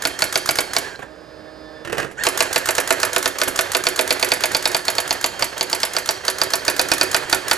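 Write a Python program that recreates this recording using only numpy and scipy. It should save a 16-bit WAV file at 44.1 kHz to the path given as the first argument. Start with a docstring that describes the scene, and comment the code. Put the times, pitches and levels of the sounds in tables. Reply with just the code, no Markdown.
"""A typewriter's hammer strikes letter after letter: snap, ringing platen (the paper roller), frame and case.
Around each blow the daisy wheel whirrs to its letter, the ribbon pawl ticks and the hammer drops back.
After the first few letters the carriage hums back to the margin and the paper feeds with a rattle; then the
next line is typed. Blows are fading tones and noise bursts; motors are wavering tones with coloured noise.
Mains hum and room air lie underneath, and the blows echo in the machine and the room."""
import sys
import numpy as np
from scipy import signal
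from scipy.fft import rfft, irfft
from scipy.io import wavfile

SR = 44100
rng = np.random.default_rng(int(sys.argv[2]) if len(sys.argv) > 2 else 0)


def wav_out(sig):
    """Save sig, one row per channel (or a flat mono array), as 16-bit PCM at SR to the path in sys.argv[1]."""
    wavfile.write(sys.argv[1], SR, np.round(np.clip(np.atleast_2d(sig).T, -1, 1) * 32767).astype(np.int16))


N = 333837
BLOW = np.arange(6144) / SR  # time axis of one blow [s]
STRIKE_SAMPLES = 700  # the first 16 ms, which set a blow's level


def amp(db):
    """Turns decibels into a gain."""
    return 10 ** (np.asarray(db) / 20)


def evened(x):
    """Scales a sound to rms 1."""
    return x / np.sqrt(np.mean(x ** 2) + 1e-20)


def punch(x):
    """Scales a blow to rms 1 over its first 16 ms."""
    return x / np.sqrt(np.mean(x[..., :STRIKE_SAMPLES] ** 2) + 1e-20)


def read(points, hz, axis=1):
    """Reads one column of a table along a log-frequency axis."""
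    columns = np.transpose(points)
    return np.interp(np.log(hz + 1), np.log(columns[0] + 1), columns[axis])


def follow(curve, s):
    """Reads a control curve at time s."""
    return np.interp(s, *np.transpose(curve))


def gate(t, start, end, ramp):
    """Fades in, holds and fades out."""
    return np.clip(np.minimum(t - start, end - t) / ramp, 0, 1)


def add(mix, s, sound):
    """Mixes a sound in at time s."""
    start = round(s * SR)
    sound = sound[..., max(-start, 0):]
    part = mix[:, max(start, 0):][:, :sound.shape[-1]]
    part += sound[..., :part.shape[1]]


def wander(per_s, size):
    """Joins random values, per_s of them a second, with straight lines."""
    knots = rng.standard_normal(int(size / SR * per_s) + 3)
    return np.interp(np.arange(size) / SR * per_s, np.arange(len(knots)), knots)


# how the two microphones differ; record() plays it too:
# (pitch [Hz], left over right [dB], lead of the left [radians], likeness of noise [0-1])
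PAIR = [(40, -5, 0, 0.3), (150, -9, 0.2, .45), (330, -12, -0.72, 1), (550, -15, -0.25, 0.97),
        (900, -11, -0.038, 0.59), (2000, -6, 1, 0.89), (4230, -3.5, 0.99, 0.9), (5260, -1.6, 0.25, 0.86),
        (14000, -.5, -0.1, 0.88)]


def noise(colour, size, tilt_db=0):
    """Coloured noise, partly alike at the two microphones; the tilt is in dB per octave above 400 Hz."""
    hz = np.fft.rfftfreq(size, 1 / SR)
    own, shared = rfft(rng.standard_normal((2, size)))
    same = np.clip(read(PAIR, hz, axis=3), 0, 1)
    left = same * shared + np.sqrt(1 - same ** 2) * own
    level_db = read(colour, hz) + tilt_db * np.log2(np.maximum(hz, 400) / 1000)
    return evened(irfft(np.array([left, shared]) * amp(level_db), size))


def dying(t60):
    """Fades by 60 dB in t60 seconds."""
    return np.exp(-np.log(1000) * BLOW / t60)


def burst(colour, rise, t60, tilt_db=0):
    """Noise that swells and dies, like the many close tones of a small part struck at once."""
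    return punch(noise(colour, len(BLOW), tilt_db) * (1 - np.exp(-BLOW / rise)) * dying(t60))


def ring(modes, scatter_db, detune, spread=0.57, direct=False):
    """Struck tones, each off a little in strength, pitch and left side; direct blows start them in step."""
    out = np.zeros((2, len(BLOW)))
    chances = rng.standard_normal((len(modes), 4))
    for k, ((hz, db, t60), (loud, sharp, side, lag)) in enumerate(zip(modes, chances)):
        sign = 1 if direct else (-1) ** k  # otherwise every second tone starts upside down
        level = sign * amp(db + scatter_db * loud)
        swing = level * dying(t60) * np.exp(2j * np.pi * hz * (1 + detune * sharp) * BLOW)
        left = np.exp(spread * (side / 2 + 1j * lag))
        out += (np.array([[left], [1]]) * swing).imag
    return punch(out)


# tint of the room air: (pitch [Hz], relative level [dB per Hz])
FLOOR = [(20, -29), (60, -2), (150, -3.5), (500, -2), (2000, -16), (6000, -26.5), (13000, -39.5),
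         (15500, -60)]


def background():
    """Mains hum is one steady 60 Hz tone; room air is soft coloured noise."""
    mains = amp(-55.5) * np.sin(2 * np.pi * 60 * np.arange(N) / SR)
    return mains + amp(-45.5) * noise(FLOOR, N)


# how long the echoes of machine and room last: (pitch [Hz], time to fade 60 dB [s])
ROOM_DECAY = [(100, 0.57), (500, 0.37), (1700, 0.2652), (4500, 0.45), (8000, 0.56), (14000, 0.13)]
# tint of those echoes: (pitch [Hz], relative level [dB])
ROOM_COLOUR = [(100, -1.5), (400, 11.5), (700, -0.5), (1700, 7), (3000, -0.5), (5000, -3.5), (8000, -4),
               (12000, 0), (14000, 3), (15500, -2.5)]


def room(x, wet_db=-8, onset=.012, count=6):
    """Dense echoes from the machine's shell and the room: fading noise whose pattern slowly shifts."""
    size, out = SR // 2, np.zeros((2, N))
    place = np.linspace(0, count - 1, N)
    for k in range(count):
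        hz, t, z = signal.stft(noise(ROOM_COLOUR, size), SR, nperseg=256)
        fade = amp(-60 * t / read(ROOM_DECAY, hz)[:, None])
        tail = signal.istft(z * fade, SR, nperseg=256)[1][:, :size]
        tail = tail * (1 - np.exp(-np.arange(size) / SR / onset))
        # each pattern fades into the next
        near = np.flatnonzero(abs(place - k) < 1)
        share = x[:, near] * np.sqrt(1 - abs(place[near] - k))
        add(out, near[0] / SR, signal.fftconvolve(share, tail / np.linalg.norm(tail[1]), axes=1))
    return amp(wet_db) * out


# base loudness of the carriage drive; wheel() plays it too: (time [s], level [dB])
DRIVE_LEVEL = [(0.7, -37.5), (2.35, -31.5), (3.4, -34), (4.23, -32), (5.25, -36), (6.35, -36),
               (6.98, -31.5), (7.5, -33.5)]
# tint of the drive noise: (pitch [Hz], relative level [dB])
DRIVE_COLOUR = [(30, -41), (90, -4), (220, -17), (370, -2.5), (520, -1), (800, -4), (1200, -6.5),
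                (1700, -3), (2300, -9.5), (5000, -18.5), (14000, -32.5)]
# motor current while printing, before it wavers: (pitch [Hz], level [dB])
WHINE = [(2134, -57.5), (3201, -47.5), (4268, -49.5), (5335, -54), (6402, -52)]


def printing_drive():
    """The stepper nudges the carriage: uneven noise, a wavering motor whine and shimmering wheel petals."""
    t = np.arange(N) / SR
    printing = np.interp(t, [.85, 1.08, 2.16, 2.22], [1, 0, 0, 1])
    nudges = noise(DRIVE_COLOUR, N) * amp(follow(DRIVE_LEVEL, t) + 3.45 * wander(70, N))
    whine = np.zeros(N)
    for hz, db in WHINE:
        phase = 2 * np.pi * np.cumsum(hz + 18 * wander(40, N)) / SR
        whine += amp(db + 3 * wander(25, N)) * np.sin(phase)
    # the petals of the wheel shimmer while they are shaken
    shimmer = noise([(100, -50), (2700, -35), (3080, -16), (3190, 9), (3300, -24), (4050, -20),
                     (4300, 7), (4600, -2), (5000, -18), (14000, -48)], N)
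    shimmer *= amp(2.5 * wander(10, N))
    return printing * (nudges + printing * (whine + amp(-47.0) * shimmer))


def holding_motor():
    """Between the lines the resting wheel motor sings faintly under its holding current."""
    t = np.arange(N) / SR
    resting = np.interp(t, [.85, 1.08, 2.16, 2.22], [0, 1, 1, 0])
    phase = 2 * np.pi * np.cumsum(1762 + 12 * wander(120, N)) / SR
    level = amp(np.interp(t, [1.3, 1.9], [-57, -50]) + 5.7 * wander(30.0, N))
    return resting * level * (np.sin(phase) + 0.31 * np.sin(2 * phase))


def overtones(orders, phase):
    """Sums the multiples of one motor rate, each with a wavering level."""
    total = np.zeros(N)
    for k, level in orders:
        total += amp(level + 1.5 * wander(14, N)) * np.sin(k * phase + rng.uniform(0, 2 * np.pi))
    return evened(total)


# hum of the returning carriage: (multiple of the step rate, relative level [dB])
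HUM = [(1, -15), (2, 0), (3, -4), (4, -1), (5, -13), (7, -15), (8, -16)]
# its high whine: (multiple of the step rate, relative level [dB])
SING = [(24, -10), (26, -14), (28, -6), (30, -11), (32, 0), (36, -16)]
# the whine swells past mid-run: (time [s], level [dB])
SING_LEVEL = [(1.1, -60.5), (1.65, -53.5), (1.82, -56)]
# tint of the carriage sliding on its rail: (pitch [Hz], relative level [dB per Hz])
SLIDE = [(40, -20), (110, -4), (240, -17), (400, 0), (580, 8.5), (720, -3.5), (1200, -6), (1700, 0.5),
         (2000, -13), (3000, -24), (4900, -17), (5800, -33), (10000, -36), (14000, -48)]
RETURN_START_S, RETURN_END_S, RETURN_RAMP_S = 1.046, 1.87, .05
RETURN_DB, RETURN_SWELL_DB_PER_S = -45.5, 5.5  # hum at the start, then its growth toward the margin
SLIDE_DB = -3.5  # rail noise relative to the hum
STEP_HZ = 155.8


def carriage_return():
    """The stepper runs the carriage back at a nearly steady step rate, with rail noise around its hum."""
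    t = np.arange(N) / SR
    phase = 2 * np.pi * np.cumsum(STEP_HZ * (1 + 0.00054 * wander(30.5, N))) / SR
    hum, sing = overtones(HUM, phase), overtones(SING, phase)
    slide = noise(SLIDE, N) * amp(1.2 * wander(44.6, N))
    swell = amp(RETURN_DB + RETURN_SWELL_DB_PER_S * (t - RETURN_START_S))
    run_back = swell * (hum + amp(SLIDE_DB) * slide) + amp(follow(SING_LEVEL, t)) * sing
    return gate(t, RETURN_START_S, RETURN_END_S, RETURN_RAMP_S) * run_back


# tint of the paper gears: (pitch [Hz], relative level [dB per Hz])
GEARS = [(50, -16), (125, 0.5), (250, -7), (380, 1), (650, -2), (1000, -9), (1400, -3.5), (1800, -2),
         (2200, -12.5), (2750, -7.5), (3500, -18.5), (7000, -21), (12000, -29), (15000, -43)]
# further knocks of the feed: two clunks of the platen's detent, the catch that holds its place, then two
# heavier knocks that land with the last gear steps: (time [s], level [dB])
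FEED_KNOCKS = [(1.927, -23), (1.981, -21.5), (2.0, -24), (2.028, -29)]
FEED_START_S, FEED_STEP_S, FEED_STEPS = 1.8485, .0245, 9
FEED_DB, FEED_ENDS_DB = -30, -1  # middle step, and the change toward the first and last


def paper_feed():
    """Gears knock the platen round in even steps, loudest in the middle; its detent clunks in between, and a
    few late steps knock harder."""
    out = np.zeros((2, N))
    steps = [(FEED_START_S + k * FEED_STEP_S, FEED_DB + FEED_ENDS_DB * place ** 2)
             for k, place in enumerate(np.linspace(-1, 1, FEED_STEPS))]
    for s, db in steps + FEED_KNOCKS:
        add(out, s, amp(db) * burst(GEARS, rise=0.00084, t60=0.079))
        click_db = db - 12 + 0.94 * (db + 23.5)  # hard knocks click more
        add(out, s, amp(click_db) * burst(CRACK, rise=.0005, t60=0.016, tilt_db=2.5))
    return out


def turn(start, end, fast_hz, tone_db, slow_hz=1400, overtone_db=-17, mesh_db=-13):
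    """One turn of the daisy wheel: its stepper's tone rises and falls while the gears rasp."""
    size = max(int((end - start) * SR), 64)
    arch = np.sin(np.pi * np.linspace(0, 1, size) ** 1.5)  # it brakes faster than it starts
    hz = (slow_hz + (fast_hz - slow_hz) * arch) * (1 + .015 * wander(250, size))
    phase = 2 * np.pi * np.cumsum(hz) / SR
    throb = amp(4 * wander(120, size))
    tone = np.sin(phase) + amp(overtone_db) * np.sin(2 * phase)
    tone = evened((tone + amp(mesh_db) * np.sin(phase + phase / 2)) * throb)
    gears = noise([(600, -3), (1050, -5), (1250, -5), (1500, 7.5), (1850, 10), (2150, -24),
                   (2750, -4), (3600, -32), (7000, -4), (14000, -48)], size)
    teeth = amp(3.5 * wander(398, size))  # the teeth catch unevenly
    return evened(amp(tone_db) * tone + gears * teeth) * signal.windows.tukey(size, .4)


# extra wheel turns: spins after the first letters, a chirp, the long seek before the new line's first letter:
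# (start [s], end [s], level [dB], top pitch before it wavers [Hz], tone over gear rasp [dB])
EXTRA_TURNS = [(0.814, 0.903, -35.5, 1800, 4), (0.871, 0.961, -42, 1620, 2), (1.019, 1.038, -34.5, 1770, 7),
               (2.168, 2.256, -28.5, 1855, 2)]
# a turn starts this long before its blow, but no sooner than the wait after the last blow
SEEK_LEAD_S, SEEK_WAIT_S, SEEK_STOP_S = .098, .031, .012
SEEK_HZ, SEEK_SCATTER_HZ, SEEK_TONE_DB = 1790, 70, -3.5  # top pitch, its scatter, tone over gear rasp
SEEK_DB, SEEK_SCATTER_DB = -8.5, 3  # relative to the drive


def wheel():
    """The wheel seeks each petal and stops just before the blow, each turn a little different."""
    out, last = np.zeros((2, N)), -1
    for (s, *_), (loud, fast) in zip(LETTERS, rng.standard_normal((len(LETTERS), 2))):
        start = max(last + SEEK_WAIT_S, s - SEEK_LEAD_S)
        db = follow(DRIVE_LEVEL, s) + SEEK_DB + SEEK_SCATTER_DB * loud
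        top_hz = SEEK_HZ + SEEK_SCATTER_HZ * fast
        add(out, start, amp(db) * turn(start, s - SEEK_STOP_S, fast_hz=top_hz, tone_db=SEEK_TONE_DB))
        last = s
    for start, end, db, top_hz, tone_db in EXTRA_TURNS:
        add(out, start, amp(db) * turn(start, end, fast_hz=top_hz, tone_db=tone_db))
    return out


# loudness of the ribbon pawl's pull: (time [s], level [dB])
PAWL_LEVEL = [(0.05, -26), (0.77, -24), (2.35, -20.5), (2.9, -24.5), (3.75, -24), (4.6, -29), (6.8, -27.5),
              (7.5, -23.5)]
# tint of the pawl, a small hooked lever; hammer() plays it too: (pitch [Hz], relative level [dB per Hz])
PAWL = [(300, -14), (1000, 1), (1600, 7), (2500, -5), (4500, 0), (6300, 0.5), (6950, 5.5), (7600, -1.5),
        (9900, -1), (12500, -7), (13700, -5.5), (15500, -29)]
# tint of the hammer falling back: (pitch [Hz], relative level [dB per Hz])
FALL = [(300, -13.5), (1700, -0.5), (3000, -6.5), (4400, -9), (6000, -7), (7200, -2), (9000, -7.5),
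        (11000, 0.5), (11600, -1.5), (12100, -6.5), (13300, -9.5), (15500, -35)]
# loose ticks of ribbon and carriage: (time [s], level [dB], treble tilt [dB per octave])
TICKS = [(0.849, -45, -8), (0.992, -35, -7.5), (1.0285, -35.5, -8), (2.112, -40, -5), (3.4756, -22, -5),
         (3.4797, -22.5, 1.5)]
# pull and latch come before the blow, fall-back and settling after it
PULL_LEAD_S, LATCH_LEAD_S, FALL_LAG_S, SETTLE_LAG_S = .0317, .0168, .0177, .0255
LATCH_DB, SETTLE_DB = -4.5, -12  # relative to the pull and to the fall-back
FALL_DB, FALL_SHARE = -22.5, 0.41  # fall-back after a blow of force 0 dB, and how far it follows the force


def ribbon():
    """The pawl pulls and latches the ribbon before each letter; then the hammer falls back on its stop."""
    out = np.zeros((2, N))
    pawl = burst(PAWL, rise=0.00047, t60=0.029)
    chances = rng.standard_normal((len(LETTERS), 3))
    for (s, force_db, _), (early, late, loose) in zip(LETTERS, chances):
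        pawl_db, fall_db = follow(PAWL_LEVEL, s), FALL_DB + FALL_SHARE * force_db
        pull = punch(0.27 * pawl + burst(PAWL, rise=0.00072, t60=0.035))
        latch = burst(PAWL, rise=0.0004, t60=0.1, tilt_db=-1.5)
        fall = burst(FALL, rise=0.00055, t60=0.043)
        settle = burst(FALL, rise=0.00082, t60=0.062)
        add(out, s - PULL_LEAD_S + .0004 * early, amp(pawl_db) * pull)
        add(out, s - LATCH_LEAD_S + .0005 * early, amp(pawl_db + LATCH_DB + 1.2 * loose) * latch)
        add(out, s + FALL_LAG_S + .0003 * late, amp(fall_db) * fall)
        add(out, s + SETTLE_LAG_S + .001 * late, amp(fall_db + SETTLE_DB) * settle)
    # a small spring pings as the wheel comes to rest
    spring = [(4050, 0, 0.023), (4220, -3, 0.023), (5100, -6, .015)]
    add(out, .958, amp(-42) * ring(spring, scatter_db=1, detune=.005))
    for s, db, tilt_db in TICKS:
        add(out, s, amp(db) * burst(FALL, rise=0.00033, t60=0.083, tilt_db=tilt_db))
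    return out


def along_rail(spots, s):
    """Blends the sounds of neighbouring spots on the platen as time goes on."""
    place = s * SR / N * (len(spots) - 1)
    return punch(sum(max(1 - abs(place - k), 0) * spot for k, spot in enumerate(spots)))


# tones of the case before scatter: (pitch [Hz], relative level [dB], time to fade 60 dB [s])
CASE = [(92.5, -33, 0.45), (272.4, -14, 0.085), (373.2, -8, 0.12), (501.3, -4.5, 0.079), (619, -2, 0.099),
        (678, -0.5, 0.092), (764, -6, 0.064), (887, -1.5, 0.042), (952, -3.5, 0.071)]
# tones above CASE_UPPER_HZ grow steadily, passing their table levels at CASE_EVEN_S
CASE_UPPER_HZ, CASE_UPPER_DB_PER_S, CASE_EVEN_S = 720, 1.6, 4.8


def case_modes(s):
    """The case's tones at time s: the upper ones slowly come forward."""
    growth_db = CASE_UPPER_DB_PER_S * (s - CASE_EVEN_S)
    return [(hz, db + (hz > CASE_UPPER_HZ) * growth_db, t60) for hz, db, t60 in CASE]


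# one row a letter; wheel() and ribbon() play it too: (time [s], force of the blow [dB], platen ring [dB])
LETTERS = [(0.0528, -2.5, -20), (0.2215, 0, -18.5), (0.357, -0.5, -20), (0.4907, 0.5, -20.5),
           (0.587, 0, -19), (0.7655, -1, -18), (2.268, 1.5, -28), (2.4057, 2.5, -20.5), (2.5603, 1.5, -22),
           (2.6887, 0.5, -26.5), (2.7822, 0.5, -26), (2.9064, 3.0, -40), (3.0315, 0.5, -23.5),
           (3.163, 1, -25.5), (3.2584, -1.5, -23.0), (3.4162, -0.5, -22), (3.591, 1, -23.5),
           (3.7495, 1.5, -22), (3.8686, 0, -19), (3.992, 1.0, -40), (4.1071, 1.5, -18),
           (4.2276, 1.0, -20.5), (4.3187, 1, -19), (4.4377, 0.5, -21), (4.5486, -2.5, -16.5),
           (4.656, -2.0, -16.5), (4.7472, -1.5, -19.5), (4.8824, -3.5, -18.5), (4.9833, -3.5, -20),
           (5.1083, -4.0, -19.0), (5.243, -2, -19.5), (5.4243, -3, -17.0), (5.6102, -7.0, -18.5),
           (5.7299, -7, -18.5), (5.8327, -4, -20), (5.9664, -5.5, -20), (6.0903, -5, -17),
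           (6.2817, -3, -18.5), (6.416, -1.5, -16), (6.5362, -1.5, -19), (6.681, 1.0, -16.5),
           (6.7949, 1.5, -17.0), (6.9172, 3, -17), (7.0124, 2, -15), (7.1457, 3, -18.0), (7.328, 3.0, -16),
           (7.513, 2.5, -17.0)]
# the platen's pitch shifts with the spot that is struck: (time [s], pitch [Hz])
PLATEN_PITCH = [(0.3, 4570), (0.77, 4790), (2.27, 4500), (3.8, 4580), (5.2, 4600), (5.5, 4750), (6.4, 4770),
                (7.3, 4580)]
# tones of the platen before scatter: (multiple of its pitch, relative level [dB], time to fade 60 dB [s])
PLATEN = [(.82, -19.5, 0.063), (0.938, -4, 0.039), (1.002, 5, 0.027), (1.043, -5, 0.024), (1.1, -4.5, 0.02),
          (1.18, -3, 0.013)]
# first swings of the hammer tip, before detuning: (pitch [Hz], relative level [dB], time to fade 60 dB [s])
SNAP = [(3260, 2, 0.0022), (4660, -6.5, 0.0056), (6720, 2.5, 0.0042)]
# tones of the carriage frame before scatter: (pitch [Hz], relative level [dB], time to fade 60 dB [s])
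FRAME = [(1142, -5, 0.067), (1285, -6, 0.037), (1462, -1, 0.081), (1514, -5.5, 0.04), (1700, -1.5, 0.057),
         (1794, -4.5, 0.07), (2077, -2, 0.054), (2280, -1.5, 0.065), (2365, 2, 0.043), (2550, 0, 0.045),
         (2680, -3, 0.051), (3030, -8, 0.096), (3430, -6, 0.028)]
# tint of the contact; paper_feed() plays it too: (pitch [Hz], relative level [dB per Hz])
CRACK = [(200, -30), (700, 2), (1500, 2), (3000, -1.5), (4500, 2), (6800, -2), (8500, -5.5), (11000, -7.5),
         (13500, -14), (16000, -63)]
CLACK_DB, THUMP_DB, THUMP_SHARE = -20.5, -23, 0.37  # for force 0 dB, and how far the thump follows it
# a letter that rings the platen less than this lands flat and thumps the case more
DULL_BELOW_DB, DULL_SHARE = -22, 0.18


def hammer():
    """The hammer drives a petal into the platen: a snap, the platen's ring, then frame and case."""
    out = np.zeros((2, N))
    cracks = [burst(CRACK, rise=.00006, t60=0.0049) for _ in range(12)]  # the contact itself
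    # small parts that the blow shakes
    clatters = [burst(CRACK, rise=0.00074, t60=0.049, tilt_db=-0.5) for _ in range(12)]
    # the frame answers differently at each spot
    frames = [ring(FRAME, scatter_db=5, detune=0.013) for _ in range(12)]
    rumble_cut = signal.butter(2, 150, "highpass", fs=SR, output="sos")
    for s, force_db, ring_db in LETTERS:
        clack_db, ring_hz = CLACK_DB + force_db, follow(PLATEN_PITCH, s)
        dull_db = DULL_SHARE * max(DULL_BELOW_DB - ring_db, 0)
        thump_db = THUMP_DB + THUMP_SHARE * force_db + dull_db
        touch = burst(PAWL, rise=0.00033, t60=0.0098)
        crack = along_rail(cracks, s) + 0.92 * burst(CRACK, rise=.00006, t60=0.0073)
        # the solenoid fires at the same strength each time
        snap = ring(SNAP, scatter_db=0, detune=0.1, spread=0.071, direct=True)
        platen_modes = [(ring_hz * ratio, db, t60) for ratio, db, t60 in PLATEN]
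        platen = ring(platen_modes, scatter_db=5.5, detune=0.0093, spread=.25, direct=True)
        case = ring(case_modes(s), scatter_db=2.5, detune=0.0073, spread=0.27)
        case = signal.sosfilt(rumble_cut, case)
        add(out, s - .0014, amp(clack_db - 11.0) * touch)  # it meets the petal first
        add(out, s, amp(-25.3) * snap)
        add(out, s, amp(clack_db - 3.5) * crack + amp(clack_db - 2.0) * along_rail(clatters, s))
        add(out, s, amp(ring_db) * platen)
        add(out, s + 0.00021, amp(clack_db - 2.5) * along_rail(frames, s))
        add(out, s + 0.0004, amp(thump_db) * case)
        add(out, s + .0079, amp(-35.5) * (snap + crack / 2))  # the hammer bounces once
    return out


def scene():
    """The machine at work: blows with their echoes, motors, mains hum and room air."""
    motors = printing_drive() + holding_motor() + carriage_return()
    blows = paper_feed() + wheel() + ribbon() + hammer()
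    return background() + room(blows, wet_db=-11.5, onset=0.0048) + motors + blows


EDGE_HZ = 15600  # top of the band


def record(dry):
    """The left microphone is thin in the bass, its timing shifts with pitch; peaks overload softly; band limit."""
    hz = np.fft.rfftfreq(N, 1 / SR)
    left = amp(read(PAIR, hz, axis=1)) * np.exp(1j * read(PAIR, hz, axis=2))
    sides = np.array([left, np.ones_like(left)]) * 2 / abs(1 + left)  # keeps the level of left plus right
    pair = irfft(rfft(dry) * sides, N)
    ceiling = amp(-.5)
    held = pair / (1 + (pair / ceiling) ** 8) ** (1 / 8)
    low_pass = signal.firwin(81, EDGE_HZ - 500, window=("kaiser", 8), fs=SR)
    return signal.oaconvolve(held, low_pass[None], "same")


dry = scene()
out = record(dry)
wav_out(out)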